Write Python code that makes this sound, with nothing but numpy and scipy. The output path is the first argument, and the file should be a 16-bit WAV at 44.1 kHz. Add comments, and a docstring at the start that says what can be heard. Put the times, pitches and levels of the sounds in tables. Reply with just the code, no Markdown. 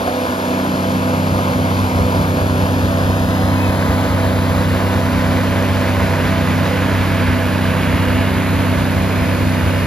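"""A tracked jaw crusher works in a quarry, heard from a few metres; its lowest bass fills in over the first seconds.
From the start a six-cylinder diesel drones as pulse harmonics, its fan hums, filtered noise clatters and blows
through louvres, gears whine as tones geared to the engine, modes thump with the jaw, and random impacts make
stone rattle through the chamber and along the belt; cracks ring. Near 1.9 s a dumped bucketful booms as decaying
low noise, and near 3.6 s a stone squeals in bending tones, while the microphone turns from hopper to conveyor."""
import sys
import numpy as np
from scipy import signal
from scipy.fft import rfft, irfft
from scipy.io import wavfile
from scipy.ndimage import uniform_filter1d, map_coordinates

SR = 44100
rng = np.random.default_rng(int(sys.argv[2]) if len(sys.argv) > 2 else 0)


def to_wav(s):
    """Save 16-bit WAV."""
    ch = np.atleast_2d(s).T  # columns
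    pcm = np.round(np.clip(ch, -1, 1) * 32767)  # PCM
    wavfile.write(sys.argv[1], SR, pcm.astype(np.int16))


N = 434826
TIME = np.arange(N) / SR  # s

# Swing of the microphone along the machine: t/s, turn (0 hopper, 1 end of the conveyor)
TURN = [(0, 0.079), (1.9, 0.063), (3, 0.12), (3.7, 0.21), (4.3, 0.28), (6, 0.56), (7.1, 0.7), (8.5, 0.88),
        (9.86, 0.99)]
# Engine speed, the governor hunting as the jaw fills, then settling: t/s, f/Hz (four-stroke cycles)
SPEED = [(0, 15.79), (.35, 15.77), (1, 15.84), (1.4, 15.885), (2, 15.79), (2.45, 15.742), (3, 15.845),
         (3.5, 15.893), (4, 15.845), (4.4, 15.795), (5.2, 15.863), (5.75, 15.877), (6.4, 15.818),
         (7.5, 15.83), (8.4, 15.85), (9.86, 15.828)]
NOMINAL_CYCLE_HZ, JAW_HZ, FIRST_BITE_S = 15.83, 4.707, .083
FAN_RATIO = 15.9  # blade passages per engine cycle

# Exhaust drone: multiple of the four-stroke cycle, relative level/dB
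EXHAUST = [(6, -1), (9, -15.5), (10, -10), (12, -6), (18, -13), (20, -18.5), (21, -23.5), (24, -18.5),
           (26, -23), (28, -26), (30, -23), (38, -21.5), (39, -27), (40, -20.5)]
# Exhaust overtone that swells with engine speed: level at the slowest, gain at the fastest
HOWL_MULTIPLE, HOWL_DB, HOWL_SURGE_DB = 36, -43, 11

# Fan hum: multiple of the blade rate, level/dB
FAN = [(1, -24), (2, -33), (3, -38.5), (4, -38.5), (5, -44.5), (6, -45), (8, -48)]
OVERTONE_LOSS_DB = 3  # what the fan overtones lose behind the housing
# Noise through the louvres: f/Hz, spectral level/dB per Hz
LOUVRE = [(500, -23), (900, -3.5), (1150, 2.5), (1370, -1.5), (1600, 0), (1900, -2), (2350, -4.5),
          (2800, -8.5), (3400, -14), (5500, -51)]
LOUVRE_TURN, LOUVRE_SPAN = 0.74, 0.52  # the louvres throw their sound in a beam of their own
AIR_DB, BEAM_DB = -31.5, 7.5  # louvre air outside the beam, and its gain inside

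# Gear and pump whines: multiples of the engine cycle
WHINE_MULTIPLES = [41.76, 42, 55, 59, 75, 79, 87, 96, 102, 108, 133, 141, 144, 160, 167, 180, 198, 252, 288,
                   320, 324]
# Their levels beside the louvre beam: level/dB
WHINE_ASIDE_DB = [-39, -38, -39.5, -43.5, -47, -47, -48, -52, -53, -52, -58, -49.5, -48, -50.5, -53, -56,
                  -52, -64, -56, -52.5, -52]
# Their levels in the louvre beam: level/dB
WHINE_BEAM_DB = [-38.5, -35.5, -41, -42, -39.5, -46, -47, -45, -47, -40, -45, -51, -55, -52, -51, -47.5,
                 -68, -59, -58, -60, -55]

# Frame modes that swell once with each jaw stroke: f/Hz, relative level/dB
FRAME = [(51.5, -11.5), (72.8, 2.5), (104, -3)]
# How hard the jaw bites: t/s, thump level/dB
BITE = [(0, -24), (2.6, -27), (3.3, -26), (4.7, -25), (5.7, -32), (7, -32), (8.4, -23), (9.86, -26)]
THUMP_SHARPNESS = 3.8  # higher makes each thump shorter
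# Heavy rumble under the jaw: f/Hz, spectral level/dB per Hz
RUMBLE = [(20, -33), (35, -25), (50, -4.5), (80, 2), (105, -4.5), (135, -6.5), (230, -5), (290, -6.5),
          (340, -17.5), (600, -38)]

# Stone rattling in the chamber: f/Hz, spectral level/dB per Hz
STONE = [(150, -24), (290, -18), (350, -1.5), (420, -5), (510, 1), (640, 0.5), (740, -5), (860, -1),
         (1020, -2), (1300, -8.5), (1900, -13), (2600, -21.5), (4000, -30.5)]
# Grit on the belt: f/Hz, spectral level/dB per Hz
GRIT = [(1800, -23), (2600, -4.5), (3300, 3), (3900, 5), (4600, 1.5), (5200, 0), (5650, -7), (6500, -3.5),
        (8000, -15)]
# Dust on the belt: f/Hz, spectral level/dB per Hz
DUST = [(3500, -18), (5800, -4), (6500, -1.5), (8000, -3), (9500, .3), (10500, 2.6), (11300, 0),
        (12200, -1), (13000, -4), (14000, -9), (15200, -14.5)]
SCREEN_TURN, SCREEN_SPAN = 0.69, 0.081  # around this turn the housing comes to hide the crushing chamber
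STONE_DB, STONE_LOSS_DB = -23.5, 1  # in plain view, and what is lost when hidden
GRIT_DB, GRIT_LOSS_DB = -35.5, 1.5

# Loose stones that knock on the chute, each with its own pitch
KNOCKS_PER_S, KNOCK_LOW_HZ, KNOCK_HIGH_HZ, KNOCK_T60_S = 30, 400, 2200, .04
KNOCK_DB, KNOCK_SPREAD_DB = -26, 3

# Lumps on the conveyor: f/Hz, spectral level/dB per Hz
BELT = [(450, 2.5), (800, -4), (1300, -2.5), (1900, -4), (2600, -7), (4000, -32)]
LUMPS_PER_S, LUMP_RING_S = 70, .007
BELT_DB, BELT_AWAY_DB = -34, 2  # when facing the conveyor end, and the loss at the hopper

# Larger rocks cracking in the jaw: t/s, peak level/dB
CRACKS = [(0.076, -9.5), (1.388, -12.5), (1.986, -15), (2.124, -17), (2.371, -14), (3.301, -18),
          (3.86, -17), (4.808, -15), (8.291, -16)]
# Modes of the steel chamber: f/Hz, relative level/dB, t60/s
CHAMBER = [(410, -4, 0.093), (495, -5, 0.15), (567, -6, 0.13), (694, -1, 0.12), (906, -3, 0.064),
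           (1030, -6, 0.047), (1220, -4, .05), (1570, -10, .04), (2530, -14, .03)]

# A bucketful of rock lands and the hopper booms
DUMP_S, DUMP_ATTACK_S, DUMP_DECAY_S, DUMP_DB = 1.87, .06, 0.51, -23
# Its boom: f/Hz, spectral level/dB per Hz
HOPPER = [(50, -28), (72, -6), (88, 2), (103, -12), (150, -17), (220, -36)]

# Short slips of a stone on steel: t/s, length/s, f/Hz, glide/(Hz per s), level/dB
SLIPS = [(3.56, 0.043, 2530, 1400, -34), (3.59, .044, 2590, -1000, -32), (3.622, .056, 2690, -3200, -30.5),
         (3.68, .045, 2560, -200, -37)]
SLIP_EDGE_S = .018  # attack and release
# Modes of the squealing plate: ratio to the slip frequency, relative level/dB
SQUEAL_MODES = [(0.99, 3), (.93, -9), (.68, -7)]

# Phase between the ports at any angle: f/Hz, left lead/rad
PORTS = [(260, -.38), (850, .8), (1300, .9), (2240, .55), (3400, .9), (5250, .8), (5680, -1.1),
         (6800, -1.25), (7600, -2.8), (10000, -4.05), (12900, -6.2)]
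# Left minus right at any angle: f/Hz, width/octaves, level/dB
BALANCE_BANDS = [(524, 1, -3), (3250, 0.21, 5), (5940, 0.063, -3), (7330, 0.046, 12.5)]
# Two dips at the right port that slide with the turn:
# turn, lower f/Hz, its strength (1 cancels fully), upper f/Hz, its strength
DIPS = [(.06, 2040, 1.57, 3830, 0.83), (.14, 2350, 1.47, 4130, 1), (.24, 2850, 0.93, 5270, 0.81),
        (.4, 3300, 0.81, 6100, 0.067), (.66, 3700, .25, 6800, .05), (.87, 3650, 0.081, 5300, 0.77),
        (1, 3200, 0.83, 3900, 0.39)]
LOW_DIP_Q, HIGH_DIP_Q = 2.2, 6.1
# Shading of the ports that grows with the turn: f/Hz, width/octaves, left level/dB, right level/dB (full turn)
TURN_SHADE = [(560, 0.36, -4, 0.5), (717, 0.42, -8, -1.8), (1180, 0.33, -10, -2.2),
              (1810, 0.26, -5.5, -0.5), (4350, 0.22, 3.5, -3)]
LAG_HZ, LAG_WIDTH_OCT = 1200, 2.2  # the band in which the turn shifts the lag of the right port
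LAG_HOPPER_RAD, LAG_TURN_RAD = 0.32, -1.03  # the lag at the hopper, and its change over the full turn
# Sinking corner of the low shelf that thins the bass at first: t/s, f/Hz
THIN_CORNER = [(0, 220), (.4, 190), (.6, 125), (.9, 101), (1.6, 70), (2, 57), (2.6, 15)]
THIN_DB = -12
TOP_HZ = 15250  # upper limit of the sound


def undb(db):
    """Logarithmic level: decibels to amplitude gain."""
    return 10 ** (np.asarray(db) / 20)


def level(x, db=0):
    """Effective value: set the rms level."""
    return x * undb(db) / np.std(x)


def curves(table, at=TIME):
    """Linear interpolation: join the later columns of a table along its first."""
    s, *columns = np.transpose(table)
    return [np.interp(at, s, c) for c in columns]


def colour(x, spectrum):
    """Linear filtering: shape a spectrum through given points, falling off outside them; rms 1."""
    hz, db = np.transpose(spectrum)
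    f = np.arange(N // 2 + 1) * SR / N + 1e-3
    octaves_outside = np.abs(np.log2(f / np.clip(f, hz[0], hz[-1])))
    gain = undb(np.interp(np.log(f), np.log(hz), db) - 20 * octaves_outside)
    return level(irfft(rfft(x) * gain, N))


def walk(rate):
    """Band-limited randomness: smooth wandering through `rate` points per second, spread near 1."""
    return map_coordinates(rng.standard_normal(4096), [TIME * rate], order=3, mode="wrap")


def tones(angle, rows, waver_db, waver_rate, aligned=False):
    """Fourier synthesis: wavering multiples of a shaft's rate; aligned phases add up to sharp pulses."""
    total = 0
    for multiple, db in rows:
        gain = np.sqrt(2) * undb(db + waver_db * walk(waver_rate))
        phase = 0 if aligned else rng.random()
        total = total + gain * np.cos(2 * np.pi * (multiple * angle + phase))
    return total


def impacts(per_second, spread_db):
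    """Poisson process: random contacts of either sign, many small and a few large."""
    happens = rng.random(N) < per_second / SR
    sizes = undb(spread_db * np.minimum(rng.exponential(size=N), 4))
    return happens * rng.choice([-1, 1], N) * sizes


def facing(turn, centre, span):
    """Directivity: 1 when the microphone points at a part, falling towards 0 on either side."""
    return np.exp(-((turn - centre) / span) ** 2)


def diesel(crank, surge):
    """Periodic excitation: firing pulses, looser lines from unequal cylinders, a howl that follows speed."""
    firing = [row for row in EXHAUST if row[0] in (6, 12)]  # six firings a cycle, and their octave
    unequal = [row for row in EXHAUST if row not in firing]
    drone = tones(crank, firing, waver_db=0.84, waver_rate=6.8, aligned=True)
    drone = drone + tones(crank, unequal, waver_db=2.04, waver_rate=5)
    howl = tones(crank, [(HOWL_MULTIPLE, HOWL_DB + HOWL_SURGE_DB * surge)], waver_db=2.5, waver_rate=6.6)
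    return undb(-18.5) * drone + howl


def clatter(crank, depth, repeat):
    """Cyclic modulation: noise bursts per firing and a knock per cycle, partly alike in every cycle."""
    pattern = rng.standard_normal(round(SR / NOMINAL_CYCLE_HZ))  # one engine cycle long
    alike = map_coordinates(pattern, [crank % 1 * len(pattern)], order=3, mode="wrap")
    repeat = np.clip(repeat, 0, 1)
    firing, cycle = 6 * crank % 1, crank % 1
    burst = 1 + depth * (0.6 * np.exp(-firing / 0.11) + 0.35 * np.exp(-cycle / 0.3))
    noise = np.sqrt(repeat) * alike + np.sqrt(1 - repeat) * rng.standard_normal(N)
    return level(burst * noise)


def cooling(crank, air_db, hidden):
    """Blade-passage tones with fluttering overtones, and surging louvre air with engine clatter."""
    blades = FAN_RATIO * crank + 0.024 * walk(2.515)
    hum = tones(blades, FAN[:1], waver_db=1.5, waver_rate=7.6)
    overtones = tones(blades + .028 * walk(22), FAN[1:], waver_db=3.4, waver_rate=9)
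    source = clatter(crank, depth=.45, repeat=.3)
    throb_db = .7 * np.cos(2 * np.pi * 8 * crank) + .5 * walk(8)
    air = colour(source, LOUVRE) * undb(air_db + throb_db + 0.38 * walk(22))
    return hum + overtones * undb(-OVERTONE_LOSS_DB * hidden) + air


def whines(crank, beam):
    """Gear-mesh tones: thin, slightly rough lines whose pitches follow the engine together."""
    rows = []
    for multiple, aside, inside in zip(WHINE_MULTIPLES, WHINE_ASIDE_DB, WHINE_BEAM_DB):
        rows.append((multiple, aside + (inside - aside) * beam))
    return tones(crank + .0003 * walk(30), rows, waver_db=2.8, waver_rate=5)


def jaw(stroke):
    """Forced modal vibration: each stroke thumps the frame, over a rumble that heaves with it."""
    bite_db, = curves(BITE)
    offset = (stroke + .5) % 1 - .5  # strokes from the nearest bite
    ring = sum(undb(db) * np.sin(2 * np.pi * hz * offset / JAW_HZ) for hz, db in FRAME)
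    swell = np.abs(np.cos(np.pi * offset)) ** THUMP_SHARPNESS
    thumps = ring * swell * undb(bite_db + 1.4 * walk(5))
    heave_db = 1.44 * np.cos(2 * np.pi * stroke)
    rumble = colour(rng.standard_normal(N), RUMBLE)
    return thumps + rumble * undb(-24.5 + heave_db + 0.44 * walk(34))


def stones(stroke, crank, stone_db, grit_db):
    """Shot noise: bites shed stone into the engine-rattled chamber; grit and dust hiss along the belt."""
    flow = undb(1.6 * np.cos(2 * np.pi * stroke) + 2.6 * walk(15))
    rattle = level(impacts(2000 * flow, spread_db=3.0), -1.9)
    rattle += level(clatter(crank, depth=0.84, repeat=0.33), -1.1)
    grit = level(impacts(4000 * flow, spread_db=4.5), -4.0)
    grit += level(clatter(crank, depth=0.57, repeat=0.29), -0.43)
    dust = level(impacts(9000 * flow, spread_db=1.5), -8.5)
    dust += level(clatter(crank, depth=0.51, repeat=0.14), -1.7)
    chamber = colour(rattle, STONE) * undb(stone_db)
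    return chamber + colour(grit, GRIT) * undb(grit_db) + colour(dust, DUST) * undb(-39.0)


def knocks():
    """Damped free vibration: stones hit the chute at random, the larger ones lower and louder."""
    out, t = np.zeros(N + SR), TIME[:SR // 10]
    for when, size, force, overtone in rng.random((int(KNOCKS_PER_S * N / SR), 4)):
        hz = KNOCK_HIGH_HZ * (KNOCK_LOW_HZ / KNOCK_HIGH_HZ) ** size
        ring = np.sin(2 * np.pi * hz * t) + .5 * np.sin(2 * np.pi * hz * (1 + overtone) * t)
        db = KNOCK_DB + KNOCK_SPREAD_DB * (min(-np.log(force), 2) + 2 * (size - 1))
        start = int(when * N)
        out[start:start + len(t)] += undb(db) * ring * np.exp(-np.log(1000) * t / KNOCK_T60_S)
    return out[:N]


def belt(turn):
    """Decaying noise bursts: lumps tumble in uneven batches, clearer as the microphone turns to the conveyor."""
    lumps = np.abs(impacts(LUMPS_PER_S * undb(4 * walk(7)), spread_db=2.5))
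    envelope = signal.lfilter([1], [1, -np.exp(-1 / (LUMP_RING_S * SR))], lumps)
    return colour(envelope * rng.standard_normal(N), BELT) * undb(BELT_DB - BELT_AWAY_DB * (1 - turn))


def cracks():
    """Impulsive modal excitation: a rock snaps and rings the chamber, each time at another spot."""
    out, t = np.zeros(N + SR), TIME[:SR // 4]
    hz, db, t60 = np.transpose(CHAMBER)[:, :, None]
    for s, peak_db in CRACKS:
        spot, detune = rng.standard_normal((2, len(CHAMBER), 1))
        decay = np.exp(-np.log(1000) * t / t60)
        modes = spot * undb(db) * decay * np.sin(2 * np.pi * hz * (1 + 0.028 * detune) * t)
        snap = uniform_filter1d(rng.standard_normal(len(t)), size=3) * np.exp(-t / .004)
        hit = np.sum(modes, axis=0) + 0.37 * snap
        start = max(int(s * SR), 0)
        out[start:start + len(t)] += hit / np.abs(hit).max() * undb(peak_db)
    return out[:N]


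def dump():
    """Cavity resonance: rock slides into the hopper, whose low noise booms and decays exponentially."""
    t = np.maximum(TIME - DUMP_S, 0)
    envelope = np.minimum(t / DUMP_ATTACK_S, 1) * np.exp(-t / DUMP_DECAY_S)
    return colour(rng.standard_normal(N), HOPPER) * envelope * undb(DUMP_DB)


def squeal():
    """Stick-slip friction of a stone on a steel plate: each slip is a rough, bending tone with fainter modes."""
    out, rough = 0, 0.06 * walk(120)
    for s, length, hz, glide, db in SLIPS:
        t = TIME - s
        envelope = np.clip(np.minimum(t, length - t) / SLIP_EDGE_S, 0, 1)
        angle = hz * t + glide * t ** 2 / 2 + rough
        modes = sum(undb(db + mode_db) * np.sin(2 * np.pi * ratio * angle) for ratio, mode_db in SQUEAL_MODES)
        out = out + np.sqrt(2) * envelope * modes
    return out


def quarry(x, t60, wet_db):
    """Diffuse scattering: rock faces add a faint wash, different on each side; the bass stays mostly direct."""
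    t = TIME[:SR // 2]
    tail = rng.standard_normal((2, len(t))) * np.exp(-np.log(1000) * t / t60) * (t > .012)
    tail /= np.sqrt(np.sum(tail ** 2, axis=1, keepdims=True))
    upper = signal.sosfilt(signal.butter(1, 700, "high", fs=SR, output="sos"), x)
    return x + undb(wet_db) * signal.fftconvolve(upper[None], tail, axes=1)[:, :N]


def scene():
    """Superposition: the machine in the open pit, its parts weighted by the turn of the microphone."""
    turn, = curves(TURN)
    speed, = curves(SPEED)
    surge = (speed - speed.min()) / np.ptp(speed)
    hidden = (1 + np.tanh((turn - SCREEN_TURN) / SCREEN_SPAN)) / 2
    stone_db = STONE_DB - STONE_LOSS_DB * hidden
    grit_db = GRIT_DB - GRIT_LOSS_DB * hidden
    beam = facing(turn, LOUVRE_TURN, LOUVRE_SPAN)
    crank = np.cumsum(speed) / SR + .0006 * walk(5)  # engine cycles
    stroke = JAW_HZ * (TIME - FIRST_BITE_S) + 0.0049 * walk(4.7)  # jaw cycles
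    drive = diesel(crank, surge) + cooling(crank, AIR_DB + BEAM_DB * beam, hidden) + whines(crank, beam)
    crushing = jaw(stroke) + stones(stroke, crank, stone_db, grit_db) + knocks() + belt(turn)
    crushing = crushing + cracks() + dump() + squeal()
    return quarry(drive + crushing, t60=.35, wet_db=-9.5)


def record(dry):
    """Diffraction: two microphone ports, shaded and delayed differently by their housing as it turns."""
    f, t, spec = signal.stft(dry, SR, nperseg=2048)
    f = f[:, None] + 1  # keeps the logarithms finite
    turn, = curves(TURN, t)

    def band(hz, octaves):
        """Gaussian weighting: a bell on the logarithmic frequency axis."""
        return np.exp(-(np.log2(f / hz) / octaves) ** 2)

    def dip(hz, strength, q):
        """Interference: sound bent round the housing cancels direct sound near one frequency."""
        return 1 - strength / (1 + 1j * q * (f / hz - hz / f))

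    pan_db = sum(db * band(hz, width) for hz, width, db in BALANCE_BANDS)
    left_db = pan_db / 2 + turn * sum(db * band(hz, width) for hz, width, db, _ in TURN_SHADE)
    right_db = -pan_db / 2 + turn * sum(db * band(hz, width) for hz, width, _, db in TURN_SHADE)
    low_hz, low, high_hz, high = curves(DIPS, turn)
    dips = dip(low_hz, low, LOW_DIP_Q) * dip(high_hz, high, HIGH_DIP_Q)
    turn_lag = (LAG_HOPPER_RAD + LAG_TURN_RAD * turn) * band(LAG_HZ, LAG_WIDTH_OCT)
    lead = np.interp(f, *np.transpose(PORTS)) + turn_lag
    ports = np.array([undb(left_db), undb(right_db) * dips * np.exp(-1j * lead)])
    corner_hz, = curves(THIN_CORNER, t)
    shelf = undb(THIN_DB / (1 + (f / corner_hz) ** 8))
    heard = signal.istft(spec * ports * shelf, SR)[1][:, :N]
    return signal.sosfilt(signal.ellip(10, .2, 80, TOP_HZ, fs=SR, output="sos"), heard)


dry = scene()
out = record(dry)
to_wav(out)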